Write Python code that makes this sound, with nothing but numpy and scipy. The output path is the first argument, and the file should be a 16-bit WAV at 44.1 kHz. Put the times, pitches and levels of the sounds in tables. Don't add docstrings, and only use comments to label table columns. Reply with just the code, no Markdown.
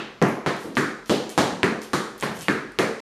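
import sys
import numpy as np
from scipy import signal
from scipy.fft import rfft, irfft
from scipy.io import wavfile

SR = 44100
rng = np.random.default_rng(int(sys.argv[2]) if len(sys.argv) > 2 else 0)


def output_pcm(signal):
    pcm = np.clip(np.atleast_2d(signal).T, -1, 1) * 32767
    wavfile.write(sys.argv[1], SR, np.round(pcm).astype(np.int16))


def boost_factor(decibels):
    exponent = np.asarray(decibels, float) / 20
    return 10 ** exponent


N = 141120
LEAD = SR // 5
TAIL_RISE_S = 0.0011


def at_hz(points, hz):
    curve_hz, values = np.array(points).T
    return np.interp(np.log(hz), np.log(curve_hz), values)


def butter(x, hz, kind, order=2):
    return signal.sosfilt(signal.butter(order, hz, kind, fs=SR, output="sos"), x)


def ring(hz, t60_s, size):
    t = np.arange(size) / SR
    return -np.sin(2 * np.pi * hz * t) * boost_factor(-60 * t / t60_s)


def add(track, start_s, sound):
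    i = int(start_s * SR) + LEAD
    track[i:i + len(sound)] += sound[:len(track) - i]


def crack(top_hz, size):
    click = butter(signal.unit_impulse(size), 3460, "high", order=3)
    return -butter(click, top_hz, "low")


def snap(hz, cycles, size):
    rebound = 0.55
    inward = np.arange(size) < SR / hz / 2
    swing = ring(hz, cycles / hz, size) * np.where(inward, 1, rebound)
    return butter(butter(swing, min(5.1 * hz, 18000), "low"), 350, "high", order=1)


# pitch_hz, t60_s
TAIL_T60 = [(60, 0.43), (160, 0.39), (420, .62), (1100, 0.62), (2900, .55), (6000, 0.6), (10000, 0.49),
            (15000, .35)]
# pitch_hz, level_db
TAIL_COLOUR = [(60, -20), (200, -4.5), (500, -0.5), (1200, -4.5), (2500, 6), (5000, -8), (9000, -7),
               (15000, -7)]


def room(size):
    direct_db, tail_db, echo_db, echo_loss_db_per_s = -2, -18.5, 0.5, 250
    first_echo_s, echo_cut_hz = 0.001, 2500
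    t = np.arange(size) / SR
    edges_hz = 50 * 2 ** np.arange(0, 9, 0.5)
    white = rng.standard_normal((2, size))
    tail = np.zeros(size)
    for k, (low_hz, high_hz) in enumerate(zip(edges_hz, edges_hz[1:])):
        hz = np.sqrt(low_hz * high_hz)
        fade_db = at_hz(TAIL_COLOUR, hz) - 60 * t / at_hz(TAIL_T60, hz)
        tail += butter(white[k % 2], [low_hz, high_hz], "band") * boost_factor(fade_db)
    tail *= boost_factor(tail_db) * (1 - np.exp(-np.maximum(t - first_echo_s, 0) / TAIL_RISE_S))
    tail[0] += boost_factor(direct_db)

    lag_s = first_echo_s + np.cumsum(rng.uniform(0.0005, 0.004, 8))
    slaps = np.zeros(size)
    slaps[(lag_s * SR).astype(int)] = boost_factor(echo_db - echo_loss_db_per_s * lag_s) * rng.uniform(0.36, 1, 8)
    return tail + butter(slaps + 1e-18, echo_cut_hz, "low")


# pitch_hz, level_db, t60_s
ROOM_MODES = [(107.4, -12.5, 0.26), (140.4, -0.5, .4), (183.5, 2, 0.32), (216.3, -3, 0.7),
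              (258.5, -20.5, 0.13), (284.7, -3.5, 0.4), (329.3, -1, 0.43), (381, 0.5, 0.58),
              (424, -1, 0.44), (489, -7, 0.57)]


def wake_modes(track, start_s, thump_level_db):
    size = 36000
    swell = 1 - np.exp(-np.arange(size) / SR / TAIL_RISE_S)
    draws = rng.standard_normal((len(ROOM_MODES), 2))
    for (hz, db, t60_s), (chance, lag) in zip(ROOM_MODES, draws):
        level_db = thump_level_db - 19 + db + 2 * np.clip(chance, -2, 1)
        add(track, start_s + abs(lag) / hz / 2, swell * boost_factor(level_db) * ring(hz, t60_s, size))


BEATS_S = [-.07, .2168, .4625, .7697, 1.096, 1.378, 1.6319, 1.9333, 2.2256, 2.4838, 2.7883]
KNOCK_RING_S = [0.0028, 0.0028, 0.0025, 0.0037, .003, 0.0031, 0.0018, 0.0048, 0.0025, .004, 0.0016]
# knock_level_db, knock_pitch_hz, thump_level_db, thump_pitch_hz, crack_level_db
BLOWS = [(-15, 1160, -24, 316, -12), (-6, 920, -10.5, 232, -33), (-8.5, 1060, -16.5, 97, -18.5),
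         (-9.5, 1370, -15, 284, -18.5), (-12, 744, -13.5, 340, -13), (-4, 863, -14, 248, -12),
         (-6, 1140, -13.5, 306, -20), (-12.5, 1214, -19.5, 360, -17.5), (-10.5, 1050, -20, 140, -20.5),
         (-11.5, 1434, -15, 284, -24.5), (-5.5, 1180, -16.5, 430, -17)]
# peak_level_db, pitch_hz, ring_cycles, crack_top_hz
SNAPS = [(-40, 1000, 4.0, 2700), (-6.5, 1470, 2, 12000), (-8.5, 1400, 3.8, 5550), (-4.5, 1800, 5.8, 7900),
         (-11, 1300, 4.4, 5700), (-3.5, 760, 2.2, 7250), (2, 2350, 4, 6200), (-13.5, 1500, 6.4, 8500),
         (-12, 2050, 6.2, 5600), (-1.5, 2000, 6.3, 7900), (0.5, 3170, 2.6, 7700)]


def blows():
    knock_gain_db, thump_gain_db, crack_gain_db, snap_gain_db = 2, 7, 18.5, 6.5
    thump_t60_s, board_top_hz = 0.0073, 2610
    size = 2048
    out = np.zeros(N + LEAD)
    for start_s, knock_t60_s, body, first_contact in zip(BEATS_S, KNOCK_RING_S, BLOWS, SNAPS):
        knock_db, knock_hz, thump_db, thump_hz, crack_db = body
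        snap_db, snap_hz, cycles, crack_hz = first_contact
        thump = boost_factor(thump_db + thump_gain_db) * ring(thump_hz, thump_t60_s, size)
        knock = boost_factor(knock_db + knock_gain_db) * ring(knock_hz, knock_t60_s, size)
        board = butter(thump + knock, board_top_hz, "low", order=4)
        contact = board + boost_factor(crack_db + crack_gain_db) * crack(crack_hz, size)
        add(out, start_s, signal.fftconvolve(contact, room(36000)))
        add(out, start_s, boost_factor(snap_db + snap_gain_db) * snap(snap_hz, cycles, size))
        wake_modes(out, start_s, thump_db + thump_gain_db)
    return out


# pitch_hz, level_db (per Hz)
HUSH = [(25, -17), (45, 1), (65, -17), (110, -3), (1500, -14.5), (5000, -21.5), (10000, -37), (15000, -45)]


def hush():
    hush_db, whine_db, whine_hz = -53, -82.5, 11800
    hz = np.maximum(np.fft.rfftfreq(N, 1 / SR), 1)
    air = irfft(rfft(rng.standard_normal(N)) * boost_factor(at_hz(HUSH, hz)), N)
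    whine = np.sin(2 * np.pi * whine_hz * np.arange(N) / SR)
    return boost_factor(hush_db) * air / air.std() + boost_factor(whine_db) * whine


# start_s, peak_level_db, pitch_hz
TICKS = [(0.225, -22, 6000), (.566, -39, 11000), (0.608, -41.5, 10000), (.754, -31.5, 5500),
         (0.762, -36.5, 10020), (1.06, -38.5, 6020), (1.294, -28.5, 6930), (1.301, -28, 10000),
         (1.31, -41, 10000), (1.387, -22, 6360), (1.6442, -27.5, 8000), (1.6503, -32.5, 4500),
         (1.818, -31.5, 6000), (2.18, -34, 11900), (2.2, -32, 7000), (2.21, -25, 8550), (2.23, -29, 11870),
         (2.236, -28.5, 9000), (2.249, -32.5, 11000), (2.391, -31.5, 8020), (2.399, -42, 9030),
         (2.41, -29, 5980), (2.422, -27.5, 10100), (2.428, -30, 8510), (2.497, -29, 4200),
         (2.72, -43.5, 9000), (3.0, -41, 5000)]


def ticks():
    out = np.zeros(N + LEAD)
    for start_s, db, hz in TICKS:
        add(out, start_s, boost_factor(db + 6.5) * ring(hz, 6.8 / hz, 512))
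    return out


# start_s, length_s, level_db
SCUFFS = [(0.256, 0.046, -52), (0.569, 0.13, -47.5), (1.051, 0.12, -42.5), (1.291, .05, -43.5),
          (1.809, 0.052, -41.5), (2.171, .05, -51), (2.339, 0.053, -43.5), (2.384, .07, -40.5),
          (2.96, .05, -71)]


def scuffs():
    grains_per_s, low_hz, high_hz = 1600, 3840, 13000
    t = np.arange(N) / SR
    drag = np.zeros(N)
    for start_s, length_s, db in SCUFFS:
        drag += boost_factor(db) * np.sin(np.pi * np.clip((t - start_s) / length_s, 0, 1))
    strength = boost_factor(1.41 * np.minimum(rng.exponential(1, N), 4))
    grains = (rng.random(N) < grains_per_s / SR) * strength * rng.choice([-1, 1], N)
    out = np.zeros(N + LEAD)
    add(out, 0, 2.45 * drag * butter(grains, [low_hz, high_hz], "band"))
    return out


# start_s, level_db
JINGLES = [(.28, -46), (.288, -36), (.298, -41), (.318, -50), (0.329, -57)]
# pitch_hz, level_db
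BUCKLE = [
    (11000, 2.5),
    (13900, -10.5),
    (12500, -4.5),
]


def jingles():
    out = np.zeros(N + LEAD)
    for start_s, db in JINGLES:
        for hz, level_db in BUCKLE:
            add(out, start_s, boost_factor(db + level_db) * ring(hz, 0.003, 2048))
    return out


# start_s, level_db, pitch_hz
LANDINGS = [(.645, -23, 300), (0.67, -24.5, 250), (1.429, -25, 100), (1.521, -21, 200), (1.68, -31, 70),
            (2.058, -31.5, 370), (2.29, -23, 150), (2.38, -28, 140), (2.54, -33, 102.7), (2.9, -34, 401)]


def landings():
    out = np.zeros(N + LEAD)
    for start_s, db, hz in LANDINGS:
        add(out, start_s, boost_factor(db) * ring(hz, 5 / hz, 8192))
    return out


def shuffles():
    thin = ticks() + scuffs() + jingles()
    in_room = signal.fftconvolve(landings() + thin, room(30000))[:N + LEAD]
    return boost_factor(2.5) * thin + in_room


def scene():
    feet = butter(blows() + shuffles(), 113, "high", order=3)
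    feet = butter(feet, 11000, "low", order=1)
    return (feet[LEAD:] + hush())[None]


def roll_off(x):
    return signal.sosfilt(signal.butter(12, 16330, fs=SR, output="sos"), x)


def record(dry):
    notch_hz, notch_width_hz, notch_share = 7960, 190, 0.8
    ceiling, cutoff_hz, stop_s = 1.15, 15500, 3.0038
    b, a = signal.iirpeak(notch_hz, notch_hz / notch_width_hz, fs=SR)
    dipped = dry - notch_share * signal.lfilter(b, a, dry)
    rounded = ceiling * np.tanh(dipped / ceiling)
    mix = signal.sosfilt(signal.cheby2(10, 40, cutoff_hz, fs=SR, output="sos"), rounded)
    mix = mix * (np.arange(N) < stop_s * SR)
    return roll_off(mix)


dry = scene()
out = record(dry)
output_pcm(out)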